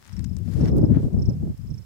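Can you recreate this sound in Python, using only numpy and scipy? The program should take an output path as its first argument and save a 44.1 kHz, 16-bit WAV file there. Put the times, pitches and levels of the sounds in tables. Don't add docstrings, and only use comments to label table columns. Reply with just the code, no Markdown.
import sys
import numpy as np
from scipy import signal
from scipy.fft import rfft, irfft
from scipy.io import wavfile
from scipy.ndimage import uniform_filter1d, minimum_filter1d

SR = 44100
rng = np.random.default_rng(int(sys.argv[2]) if len(sys.argv) > 2 else 0)


def bounce(signal):
    frames = np.transpose(np.atleast_2d(signal))
    limited = np.clip(frames, -1, 1)
    pcm = np.round(limited * 32767).astype(np.int16)
    wavfile.write(sys.argv[1], SR, pcm)


N = 81585
T, HZ = np.arange(N) / SR, np.fft.rfftfreq(N, 1 / SR)

# t/s, rumble level/dB, flutter level/dB
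GUST_LEFT = [(0, -55, -71), (.07, -51.5, -60.5), (.13, -32, -56.5), (.2, -24.5, -63), (.43, -25, -47.5),
             (.48, -20.5, -38), (.53, -25, -42), (.56, -17.5, -34), (.645, -16.5, -23.5), (.68, -16.5, -30),
             (.75, -19, -24), (.8, -17, -36), (.843, -12.5, -12), (.865, -32.5, -35), (.895, -13.5, -21.5),
             (.912, -7, -26.5), (.945, -15, -39), (.97, -8.5, -33), (1.0, -23.5, -39), (1.06, -18.5, -26.5),
             (1.118, -38, -38.5), (1.14, -11.5, -28.5), (1.185, -17.5, -36), (1.21, -23, -64),
             (1.26, -25, -41), (1.29, -13, -38), (1.31, -27, -69), (1.39, -28.5, -63), (1.42, -22, -44),
             (1.47, -31.5, -54), (1.505, -21.5, -44), (1.55, -51, -77), (1.6, -28, -79.5),
             (1.73, -35.5, -64), (1.85, -55, -88)]
GUST_RIGHT = [(0, -70, -65), (.12, -78, -84), (.23, -48, -63), (.34, -46, -70), (.37, -44, -79),
              (.53, -49, -67), (.59, -22, -25.5), (.64, -19.5, -25), (.68, -29, -28.5), (.74, -20, -24.5),
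              (.775, -14.5, -18.5), (.85, -20, -30), (.92, -22, -27), (.965, -23.5, -26.5),
              (1.01, -23.5, -28), (1.07, -22.5, -33), (1.12, -45, -38), (1.145, -24, -40),
              (1.17, -32, -38.5), (1.195, -16.5, -28), (1.26, -24, -46), (1.3, -22, -30), (1.39, -32, -48),
              (1.43, -24.5, -37), (1.5, -26, -34), (1.535, -27.5, -57), (1.57, -48, -81),
              (1.64, -45.5, -81), (1.715, -25, -37.5), (1.75, -32, -66), (1.8, -31.5, -46),
              (1.85, -45, -86)]
# f/Hz, level/dB
FLUTTER_EQ = [(60, -41), (150, -4), (230, 4.5), (340, 2.5), (480, -6), (650, -14), (900, -25), (1400, -38),
              (2500, -58), (8000, -65.5)]
def buffet(gust):
    eddy_hz, eddy_octaves, eddy_db = 48, .1, 2.2
    low_cut_hz, body_hz, body_octaves, body_db = 55.5, 162, .47, .5
    closed_hz, open_above_db, db_per_octave = 147.2, -29, 34.5
    burst_hz, burst_db = 67, 5.5
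    times, rumble_db, flutter_db = np.transpose(gust)
    level_db = np.interp(T, times, rumble_db)
    eddy = wander(eddy_hz)
    drive_db = 2 * np.logaddexp(0, (level_db - open_above_db) / 2)
    cutoff_hz = closed_hz * 2 ** (drive_db / db_per_octave + eddy_octaves * eddy)
    body = amp(body_db * np.exp(-(np.log2((HZ + 1) / body_hz) / body_octaves) ** 2))
    spectrum = rfft(rng.standard_normal(N)) * body * rolloff(low_cut_hz / (HZ + 1), order=7.8)
    centres = np.geomspace(16, 2000, 22)
    rumble = np.zeros(N)
    for hz, share in zip(centres[:-1], np.eye(len(centres))):
        band = irfft(spectrum * np.interp(HZ, centres, share), N)
        rumble += band * rolloff(hz / cutoff_hz, order=4.34)
    rumble = evened(rumble) * amp(level_db + eddy_db * eddy)
    flutter = equalise(rng.standard_normal(N), FLUTTER_EQ) * amp(burst_db * wander(burst_hz))
    return rumble + evened(flutter) * amp(np.interp(T, times, flutter_db))


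# peak t/s, rise/s, fall/s, level/dB, treble/dB, left-right/dB, catches/(1/s)
BLADE_SWELLS = [(.11, 0.12, 0.095, -52.5, 8.5, 17, 700), (0.562, 0.1, .07, -50.5, 17.5, 9.5, 7700),
                (0.674, 0.061, 0.027, -44, 7.5, 10.5, 5700), (0.967, .045, .028, -48.5, -6.5, 4.5, 4000),
                (1.035, 0.062, .05, -59.5, 19, 3, 13000)]
# f/Hz, level/dB
BLADE_EQ = [(300, -19), (900, 2.5), (1900, 1.5), (2900, -6.5), (4500, -9.5), (7500, -17.5), (10000, -24),
            (14000, -30.5), (16000, -38.5)]
def blade_brushes():
    out = np.zeros((2, N))
    for peak_s, rise, fall, db, treble_db, side_db, catches in BLADE_SWELLS:
        grain_db = 6 * np.minimum(rng.exponential(1, (2, N)), 4)
        grains = amp(grain_db) * rng.choice([-1, 1], (2, N)) * (rng.random((2, N)) < catches / SR)
        texture = unit(grains) + .36 * rng.standard_normal((2, N))
        scrape = unit(equalise(texture, BLADE_EQ, treble_db))
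        swell = np.exp(-((T - peak_s) / np.where(T < peak_s, rise, fall)) ** 2)
        out += scrape * swell * amp(db) * pan(side_db)
    return out


# t/s, level/dB, treble/dB
STALK_TAPS = [(.048, -32, 0), (.066, -31, 0), (.077, -29, 4), (.128, -31, -8), (.156, -45, 0),
              (0.166, -36, -3), (.193, -25.5, -10), (0.2427, -20.5, -3), (0.2463, -24, -15),
              (.367, -25, -14), (0.386, -32, 14), (0.616, -34, -6), (0.658, -34, -7), (0.767, -26, 20),
              (0.773, -30, 27), (0.7828, -25.5, 14), (1.133, -38, 10), (1.577, -35, 16)]
# f/Hz, level/dB
STALK_EQ = [(300, -25), (900, -9), (1600, 0), (3400, -8), (4300, -5), (6800, -1), (9000, -5), (12000, -18),
            (16000, -20)]
def stalk_ticks():
    attack_s, snap_s, rattle_s = .00025, .0004, .0024
    out, t = np.zeros((2, N)), T[:1024]
    envelope = (1 - np.exp(-t / attack_s)) * (np.exp(-t / snap_s) + .28 * np.exp(-t / rattle_s))
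    for start_s, db, treble_db in STALK_TAPS:
        burst = unit(equalise(rng.standard_normal((2, len(t))), STALK_EQ, treble_db, from_hz=8000))
        add(out, start_s, .5 * burst * envelope * amp(db) * pan(side_db=20))
    return out


# t/s, level/dB, f/Hz, left-right/dB
WING_STROKES = [(.091, -56, 5500, 2), (.127, -48, 5540, -7), (.164, -46, 5530, -8), (.221, -58, 5250, -3),
                (.256, -56, 5280, -2), (.290, -56, 5280, -3), (.327, -57, 5300, -3), (.488, -62, 5200, -2),
                (.522, -62, 5200, 0), (.578, -55, 5330, -6), (.607, -43, 5520, -8), (.642, -44, 5530, -8),
                (.678, -43, 5520, -8), (.711, -51, 5350, -2), (.750, -60, 5200, -4), (.777, -53, 5300, -4),
                (.811, -53, 5290, -4), (.850, -51, 5290, -4), (1.190, -49, 5330, -7),
                (1.218, -42, 5520, -8), (1.254, -43, 5530, -8), (1.292, -41, 5510, -9),
                (1.330, -56, 5300, -5), (1.572, -61, 5200, -5), (1.612, -62, 5200, -4),
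                (1.670, -55, 5300, -8), (1.703, -48, 5520, -8), (1.739, -48, 5510, -7),
                (1.777, -48, 5500, -8), (1.817, -58, 5230, -5)]
def crickets():
    stroke_s, attack_s, sag_hz = .02, .0025, 1000
    rasp_hz, rasp_depth = 980, .3
    port_phase = np.array([[-1.8], [0]])
    out, t = np.zeros((2, N)), np.arange(0, stroke_s, 1 / SR)
    progress = t / stroke_s
    envelope = np.minimum(t / attack_s, 1) * np.cos(np.pi / 2 * progress ** 1.5) ** 2
    for start_s, db, hz, side_db in WING_STROKES:
        phase = 2 * np.pi * (np.cumsum(hz - sag_hz * progress ** 4) / SR + rng.random())
        add(out, start_s, np.sin(phase + port_phase) * envelope * amp(db) * pan(side_db))
    return out * (1 + rasp_depth * np.array([wander(rasp_hz), wander(rasp_hz)]))


# f/Hz, level/dB
MEADOW_EQ = [(30, 10), (120, 16.5), (400, 8), (1000, 2), (2000, -1.5), (4200, -5), (4800, -3), (5200, 0.5),
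             (5800, -4.5), (8500, -4.5), (10300, -11), (12500, -5), (16000, -10.5)]
def meadow_bed():
    return amp(-59) * unit(equalise(rng.standard_normal((2, N)), MEADOW_EQ))


def amp(db):
    return 10 ** (np.asarray(db) / 20)


def unit(x):
    return x / np.sqrt(np.mean(x ** 2, axis=-1, keepdims=True) + 1e-20)


def evened(x):
    return x / np.sqrt(uniform_filter1d(uniform_filter1d(x ** 2, size=900), size=900) + 1e-20)


def rolloff(ratio, order):
    return 1 / np.sqrt(1 + ratio ** (2 * order))


def equalise(x, curve, treble_db=0, from_hz=2000):
    hz, db = np.transpose(curve)
    log_f = np.log(np.fft.rfftfreq(x.shape[-1], 1 / SR) + 1)
    tilt_db = np.interp(log_f, np.log([from_hz, 12000]), [0, treble_db])
    return irfft(rfft(x) * amp(np.interp(log_f, np.log(hz), db) + tilt_db), x.shape[-1])


def wander(rate_hz):
    return unit(irfft(rfft(rng.standard_normal(N)) * np.exp(-(HZ / rate_hz) ** 2), N))


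def pan(side_db):
    return amp([[min(side_db, 0)], [min(-side_db, 0)]])


def add(mix, start_s, sound):
    part = mix[:, max(round(start_s * SR), 0):][:, :sound.shape[1]]
    part += sound[:, :part.shape[1]]


def scene():
    wind = np.array([buffet(GUST_LEFT), buffet(GUST_RIGHT)])
    return wind + blade_brushes() + stalk_ticks() + crickets() + meadow_bed()


def record(dry):
    ceiling, high_cut_hz = .8, 15900
    needed_gain = np.minimum(1, ceiling / (abs(dry) + 1e-9))
    held_gain = minimum_filter1d(needed_gain, size=801)
    gain = uniform_filter1d(uniform_filter1d(held_gain, size=401), size=401)
    taps = signal.firwin(511, high_cut_hz, window=("kaiser", 9), fs=SR)
    return signal.oaconvolve(dry * gain, taps[None], "same")


dry = scene()
out = record(dry)
bounce(out)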